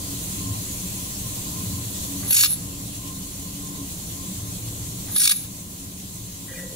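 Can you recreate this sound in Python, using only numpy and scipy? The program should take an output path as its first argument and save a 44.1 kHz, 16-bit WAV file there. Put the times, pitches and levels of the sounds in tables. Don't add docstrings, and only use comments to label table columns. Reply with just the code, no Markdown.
import sys
import numpy as np
from scipy import signal
from scipy.fft import rfft, irfft, next_fast_len
from scipy.io import wavfile
from scipy.ndimage import uniform_filter1d, map_coordinates

SR = 44100
rng = np.random.default_rng(int(sys.argv[2]) if len(sys.argv) > 2 else 0)


def unload_wav(signal):
    wavfile.write(
        sys.argv[1],
        SR,
        np.round(np.clip(np.atleast_2d(signal).T, -1, 1) * 32767).astype(np.int16),
    )


N = 297719
TIME = np.arange(N) / SR
FFT_SIZE = next_fast_len(N, real=True)
FREQS = np.maximum(np.fft.rfftfreq(FFT_SIZE, 1 / SR), 1)


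# start_s, pulse_rate_hz, level_db, simmer_db, simmer_peak_after_s, sizzle_pitch, singing_db, singing_lasts_s
TACKS = [(2.31, 50.2, 0, -2, 0.11, 0.985, -19.5, 0.2), (5.165, 53.9, 0, -5, 0.082, 0.956, -17.5, 0.2)]
PULSE_COUNTS = (8, 9)
# peak_db, peak_after_s, rise_db_per_s, fall_db_per_s, boil_db
ROAR_COURSE = (-13, 0.19, 59, 20, 3)
SPIT_COURSE = (-8.3, 0.05, 290, 32, 2)
SIZZLE_COURSE = (-6, 0.2, 10, 57, 1.2)
# freq_hz, density_db_per_hz
ROAR_COLOUR = [(700, -51), (950, -24), (1250, -20.5), (1700, -1.5), (2050, -7.5), (2400, 1), (3200, 1),
               (4200, 4.5), (5000, 0.5), (7500, -42)]
SPIT_COLOUR = [(3300, -12), (5300, 3), (6200, 2.5), (6700, 3.5), (8400, 3.5), (9700, 3.5), (11000, 11),
               (13200, -21), (15500, -1)]
SIZZLE_COLOUR = [(8000, -33), (10000, 3), (11100, 13.5), (12000, 8), (12600, 3), (13400, -7), (15800, -6)]
# freq_hz, width_hz, lift_db
GAP_RESONANCES = [
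    [(2050, 200, -7), (2740, 200, 7), (4340, 69, 9), (4650, 340, -7), (5530, 170, 4), (6270, 440, -14),
     (6750, 200, 9), (7800, 250, 5), (9700, 300, 0), (10400, 710, -16), (12600, 320, 5), (13300, 600, -6)],
    [(1590, 240, 1.5), (2080, 250, -11), (2350, 180, 5), (2960, 300, 1), (3900, 900, 3.5), (6700, 240, 6.5),
     (8850, 510, 7.5), (10000, 250, 0)],
]
# depth_db, band_hz, changes_per_s
WELD_PATCHES = (2.6, 450, 45)


def tacks(low_edge_hz=1050):
    jets = 0
    for tack, count, resonances in zip(TACKS, PULSE_COUNTS, GAP_RESONANCES):
        start_s, rate_hz, level_db, simmer_db, simmer_s, sizzle_pitch, *_ = tack
        age_s = TIME - start_s
        roar = jet(age_s, ROAR_COURSE, noise(ROAR_COLOUR))
        spit = jet(age_s, SPIT_COURSE, noise(SPIT_COLOUR))
        sizzle = jet(age_s, SIZZLE_COURSE, noise(SIZZLE_COLOUR, sizzle_pitch))
        envelope = pulses(start_s, rate_hz, count, simmer_db, simmer_s)
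        weld = from_db(level_db) * envelope * (roar + spit + sizzle) + spatter(start_s)
        jets = jets + nozzle_gap(weld, resonances)
    high_pass = signal.butter(4, low_edge_hz, "high", fs=SR, output="sos")
    return signal.sosfilt(high_pass, patchy(jets, *WELD_PATCHES))


def jet(age_s, course, hiss, boil_per_s=700):
    *shape, boil_db = course
    return from_db(course_db(age_s, *shape) + boil_db * drift(boil_per_s)) * hiss


# rise_s, fall_s
PUFF_RISE_FALL_S = (.0032, .0032)
# rise_db_per_s, fall_db_per_s
SIMMER_RISE_FALL_DB_PER_S = (91, 242)


def pulses(start_s, rate_hz, count, simmer_db, simmer_s, uneven_db=1.3):
    times_s = start_s + np.arange(count) / rate_hz
    simmer_gain = from_db(course_db(TIME - start_s, simmer_db, simmer_s, *SIMMER_RISE_FALL_DB_PER_S))
    simmer_power = simmer_gain ** 2 * (TIME > start_s) * (TIME < times_s[-1])
    strengths = from_db(uneven_db * rng.standard_normal(count))
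    puff_power = sum(g ** 2 * puff(s, *PUFF_RISE_FALL_S) for s, g in zip(times_s, strengths))
    return np.sqrt(simmer_power + puff_power)


# peak_s, level_db, fall_s, pitch_hz
SPATTERS = [(2.373, -18, 0.0018, 3700), (2.393, -12.5, .003, 3520), (2.435, -7, 0.0023, 1400),
            (2.447, -8.5, .002, 4170), (2.46, -7, 0.0041, 5000), (5.164, -19.5, 0.0065, 3940),
            (5.217, -18.5, 0.0019, 1600), (5.245, -14, 0.003, 4280), (5.257, -9.5, 0.0039, 1250),
            (5.277, -4, 0.0022, 3760), (5.298, -7, .0025, 3260), (5.318, -6.5, 0.0027, 2450)]
# freq_hz, density_db_per_hz
SPATTER_COLOUR = [(800, -48), (1250, -3), (2000, -10.5), (2500, -2.5), (4000, -3), (5400, -0.5),
                  (6800, -4.5), (9000, -3.5), (15000, -3)]


def spatter(start_s, swell_s=0.002, crackle_db=4, width_hz=450, lift_db=7):
    crackle = from_db(crackle_db * drift(1500)) * noise(SPATTER_COLOUR)
    snaps = 0
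    for peak_s, level_db, fall_s, pitch_hz in SPATTERS:
        if abs(peak_s - start_s) < 1:
            snap = from_db(level_db) * np.sqrt(puff(peak_s, swell_s, fall_s)) * crackle
            snaps = snaps + nozzle_gap(snap, [(pitch_hz, width_hz, lift_db)])
    return snaps


def nozzle_gap(x, resonances):
    out = x
    for hz, width_hz, lift_db in resonances:
        band = signal.lfilter(*signal.iirpeak(hz, hz / width_hz, fs=SR), x)
        out = out + (from_db(lift_db) - 1) * band
    return out


# peak_s, level_db, width_s
FLARES = [(2.508, -20, .004), (2.533, -19.5, .008)]
# freq_hz, density_db_per_hz
SING_COLOUR = [(3000, -29), (3900, -15), (4350, -16), (4900, -28), (6500, -18), (9200, -21), (10300, -15),
               (10750, -19.5), (11100, 1.5), (11600, 1), (12200, -7), (13400, -30), (15000, -3),
               (15800, -31)]
# depth_db, band_hz, changes_per_s
SING_PATCHES = (2.5, 500, 70)


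def singing(full_after_s=0.0071, rise_db_per_s=264, sag_db_per_s=3, fall_db_per_s=300):
    shape = sum(from_db(db) * np.sqrt(puff(s, width_s, width_s)) for s, db, width_s in FLARES)
    for start_s, *_, singing_db, lasts_s in TACKS:
        age_s = TIME - start_s
        held_db = course_db(age_s, singing_db, full_after_s, rise_db_per_s, sag_db_per_s)
        shape = shape + from_db(held_db - fall_db_per_s * np.maximum(age_s - lasts_s, 0))
    return shape * rms_one(patchy(noise(SING_COLOUR), *SING_PATCHES))


# lead_s, level_db, decay_s
TRIGGER = (.083, -42, 0.046)
IGNITION = (0.00308, -20.5, 0.002)
# freq_hz, density_db_per_hz
CLICK_COLOUR = [(400, 2), (800, 6), (1200, 7), (1650, 3), (2200, 5), (5000, -35), (12000, -35)]


def clicks():
    shape = 0
    for start_s, *_ in TACKS:
        for lead_s, level_db, decay_s in (TRIGGER, IGNITION):
            age_s = TIME - (start_s - lead_s)
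            shape = shape + from_db(level_db) * (age_s >= 0) * np.exp(-np.maximum(age_s, 0) / decay_s)
    return shape * noise(CLICK_COLOUR)


# time_s, scrape_rel_db, groan_rel_db
DRAG = [(6.46, -58, -71), (6.482, -39, -63), (6.504, -47, -53), (6.522, -40, -45), (6.59, -45, -46),
        (6.655, -59, -41), (6.695, -47, -50), (6.725, -70, -41), (6.75, -64, -46)]
# peak_s, level_db, rise_s, fall_s, from_hz, to_hz
SQUEAKS = [(6.527, -35.5, 0.007, 0.0067, 2050, 1730), (6.555, -42.5, 0.016, 0.013, 2385, 2370),
           (6.58, -39, 0.011, .028, 1930, 1935)]
# freq_hz, rel_db, t60_s
TUBE_MODES = [(1405, -14, 0.22), (1630, 0, 0.05), (1710, -5, 0.035), (1800, -7, 0.28), (1880, -4, .06),
              (1940, -4, 0.46), (1970, -7, 0.056), (2385, -16, 0.09)]
# freq_hz, rel_db, t60_s
GROAN_MODES = [(504.4, 0.5, 0.29), (533, 0.5, 0.33), (1040, -20, .1)]


def tube(slips_per_s=1500, scrape_db=-12, groan_db=6, spread=0.41, catch_db=3, shudder_db=2.0):
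    scrape, groan = level(DRAG)
    slips = (rng.random(N) < slips_per_s / SR) * from_db(catch_db * drift(60))
    ringing = 0
    for hz, db, t60_s in TUBE_MODES:
        strength = rng.standard_normal(N) + spread * rng.standard_normal((2, N))
        ringing = ringing + ring(slips * strength * scrape * from_db(scrape_db + db), hz, t60_s)
    low = 0
    for hz, db, t60_s in GROAN_MODES:
        low = low + from_db(db) * rms_one(ring(slips * rng.standard_normal(N), hz, t60_s))
    tones = groan * from_db(groan_db - meter_db(low[None], .04)) * low
    for s, db, rise_s, fall_s, from_hz, to_hz in SQUEAKS:
        hz = np.interp(TIME, [s - 2 * rise_s, s + 2 * fall_s], [from_hz, to_hz])
        tones = tones + from_db(db) * np.sqrt(puff(s, rise_s, fall_s)) * glide(hz, rough=0.0194)
    shuddering = tones[None] * from_db(shudder_db * drift(130))
    return ringing + reflections(shuddering, t60_s=0.13, wet_db=-8)


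def glide(hz, rough):
    cycles = np.cumsum(hz * (1 + rough * drift(400))) / SR
    return np.sqrt(2) * np.sin(2 * np.pi * cycles)


# freq_hz, density_db_per_hz
GAS_COLOUR = [(900, -13), (1500, -18), (2100, -12.5), (3000, -8.5), (4400, -4), (4800, -9), (5400, -6.5),
              (6400, -1.5), (7500, 0), (8500, -4), (10500, -3), (12500, -5), (13200, -8.5), (15800, -5)]
# depth_db, band_hz, changes_per_s
GAS_PATCHES = (2, 300, 25)
# peak_s, level_db, width_s
WHISTLES = [(1.85, -54, .05), (5.445, -30, .014), (5.72, -46, .05)]
# freq_hz, density_db_per_hz
WHISTLE_COLOUR = [(14200, -29), (14720, -7), (14850, 0), (14980, -12), (15400, -40)]
# freq_hz, correlation (-1..1)
ROOM_LIKENESS = [(60, 1), (130, 0.96), (290, 0.9), (640, 0.53), (1300, -0.6), (2500, 0.018),
                 (15000, -0.044)]


def gas(gas_db=-30.5, flutter_db=0.5):
    flow = reflections(coloured(GAS_COLOUR, ROOM_LIKENESS), t60_s=.5, wet_db=-3)
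    shape = sum(from_db(db) * np.sqrt(puff(s, width_s, width_s)) for s, db, width_s in WHISTLES)
    whistle = shape * noise(WHISTLE_COLOUR, pitch=1)
    hiss = from_db(gas_db + flutter_db * drift(25)) * rms_one(patchy(flow, *GAS_PATCHES))
    return hiss + stereo_width(whistle)


# time_s, level_db
RUMBLE = [(0, -35), (1.2, -36), (1.72, -34.5), (2.15, -35), (2.55, -32.5), (3.3, -34.5), (4.8, -33.5),
          (6.2, -34.5)]
# freq_hz, density_db_per_hz
RUMBLE_COLOUR = [(20, -16), (38, -6.5), (60, -6), (100, -1), (135, -7), (185, 0), (240, -12.5), (310, -11),
                 (420, -19), (680, -23), (900, -30.5), (1400, -28.5), (3000, -56)]
# freq_hz, half_width_hz, rel_db, swell_db
HUMS = [(113, 8.5, -7, 1.5), (183.7, 15, -8.5, 3), (280.6, 9.7, -8.5, 2), (1039, 33.5, -19, 4)]
# peak_s, level_db, width_s
SURGES = [(.5, -29, 0.041), (1.72, -30.5, 0.051), (4.15, -37, 0.17), (4.55, -34.5, 0.17),
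          (4.85, -32, 0.034)]
# freq_hz, density_db_per_hz
SURGE_COLOUR = [(55, -23), (85, 3.5), (110, 5), (140, -10.5), (185, -5), (260, -19.5), (450, -44)]


def machines():
    sound = coloured(RUMBLE_COLOUR, ROOM_LIKENESS)
    for hz, half_width_hz, db, swell_db in HUMS:
        peak = 1 / (1 + ((FREQS - hz) / half_width_hz) ** 2)
        sound = sound + from_db(db + swell_db * drift(11)) * stereo_noise(peak, ROOM_LIKENESS)
    surge_power = sum(from_db(db) ** 2 * puff(s, width_s, width_s) for s, db, width_s in SURGES)
    rumble_gain = from_db(np.interp(TIME, *np.transpose(RUMBLE)))
    return rumble_gain * sound + np.sqrt(surge_power) * coloured(SURGE_COLOUR, ROOM_LIKENESS)


def from_db(db):
    return 10 ** (np.asarray(db) / 20)


def rms_one(x):
    return x / np.sqrt(np.mean(x ** 2) + 1e-20)


def level(rows):
    s, *columns = np.transpose(rows)
    active = (TIME >= s[0]) * (TIME <= s[-1] + .01)
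    return [from_db(np.interp(TIME, s, db)) * active for db in columns]


def course_db(age_s, peak_db, peak_s, rise_db_per_s, fall_db_per_s):
    return peak_db - rise_db_per_s * np.maximum(peak_s - age_s, 0) - fall_db_per_s * np.maximum(age_s - peak_s, 0)


def puff(peak_s, rise_s, fall_s):
    scale_s = np.where(TIME < peak_s, rise_s, fall_s)
    return 1 / np.cosh(np.clip((TIME - peak_s) / scale_s, -20, 20)) ** 2


def drift(rate_hz):
    knots = rng.standard_normal(N // 8)
    return rms_one(np.interp(TIME * rate_hz, np.arange(len(knots)), knots))


def at_hz(points):
    hz, value = np.transpose(points)
    return np.interp(np.log(FREQS), np.log(hz), value)


def noise(colour, pitch=0.95):
    shifted = [(hz * pitch, db) for hz, db in colour]
    white = rfft(rng.standard_normal(2 * (len(FREQS) - 1)))
    return rms_one(irfft(from_db(at_hz(shifted)) * white)[:N])


def stereo_noise(gain, likeness):
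    mid, side = rfft(rng.standard_normal((2, 2 * (len(FREQS) - 1))))
    alike = np.clip(at_hz(likeness), -1, 1)
    left_right = np.sqrt(1 + alike) * mid + np.sqrt(1 - alike) * side * [[1], [-1]]
    return rms_one(irfft(gain * left_right)[:, :N])


def coloured(colour, likeness):
    return stereo_noise(from_db(at_hz(colour)), likeness)


def patchy(x, depth_db, band_hz, changes_per_s):
    hz, s, cells = signal.stft(x, SR, nperseg=256)
    chance = rng.standard_normal((128, 1024))
    grid = np.meshgrid(hz / band_hz, s * changes_per_s, indexing="ij")
    swell = map_coordinates(chance, grid, order=1, mode="mirror")
    return signal.istft(cells * from_db(depth_db * swell), SR)[1][..., :N]


def ring(strikes, hz, t60_s):
    radius = from_db(-60 / (t60_s * SR))
    w = 2 * np.pi * hz / SR
    return signal.lfilter([0, np.sin(w)], [1, -2 * radius * np.cos(w), radius ** 2], strikes + 1e-18)


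def reflections(x, t60_s, wet_db):
    cloud = rng.standard_normal((2, SR // 2)) * from_db(-60 * TIME[:SR // 2] / t60_s)
    cloud /= np.sqrt(np.sum(cloud ** 2, axis=1, keepdims=True))
    return x + from_db(wet_db) * signal.fftconvolve(x, cloud, axes=1)[:, :N]


# freq_hz, phase_rad
STEREO_PHASE = [(200, 0.5), (1900, 0.43), (2700, 3.5), (3400, 1.15), (4500, 1), (6200, 1), (7100, 2),
                (8000, 3.5), (9000, 7.5), (10100, 3.5), (11200, 4.5), (12100, 4.5), (15000, 4)]


def stereo_width(x):
    phase_rad = np.interp(FREQS, *np.transpose(STEREO_PHASE))
    spectrum = rfft(x, 2 * (len(FREQS) - 1))
    return irfft(spectrum * np.exp(.5j * phase_rad * [[1], [-1]]))[:, :N]


def meter_db(x, window_s):
    power = uniform_filter1d(np.mean(x ** 2, axis=0), int(window_s * SR))
    return 10 * np.log10(np.maximum(power, 1e-12))


def scene():
    weld = stereo_width(tacks() + singing() + clicks())
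    weld = reflections(weld, t60_s=0.05, wet_db=-4)
    weld = reflections(weld, t60_s=0.49, wet_db=-19.0)
    return weld + tube() + gas() + machines() * from_db([[.4], [-.4]])


def gain_control(x, threshold_db=-22, knee_db=4, back_off_db_per_s=16, recover_db_per_s=0.36):
    loud = np.clip((meter_db(x, 0.0063) - threshold_db) / knee_db, 0, 1)
    wound_db = np.cumsum(back_off_db_per_s * loud - recover_db_per_s) / SR
    return x * from_db(np.minimum.accumulate(wound_db) - wound_db)


def record(dry, threshold_db=-25, slope=0.39, release_db_per_s=200, window_s=0.0069, ceiling=0.87,
           cutoff_hz=15650):
    sound = gain_control(dry)
    over_db = np.maximum(meter_db(sound, window_s) - threshold_db, 0)
    release_db = release_db_per_s * TIME
    held_db = np.maximum.accumulate(over_db + release_db) - release_db
    limited = sound * from_db(-slope * uniform_filter1d(held_db, int(2 * window_s * SR)))
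    rounded = ceiling * np.tanh(limited / ceiling)
    low_pass = signal.ellip(12, .1, 90, cutoff_hz, fs=SR, output="sos")
    return signal.sosfilt(low_pass, rounded)


dry = scene()
out = record(dry)
unload_wav(out)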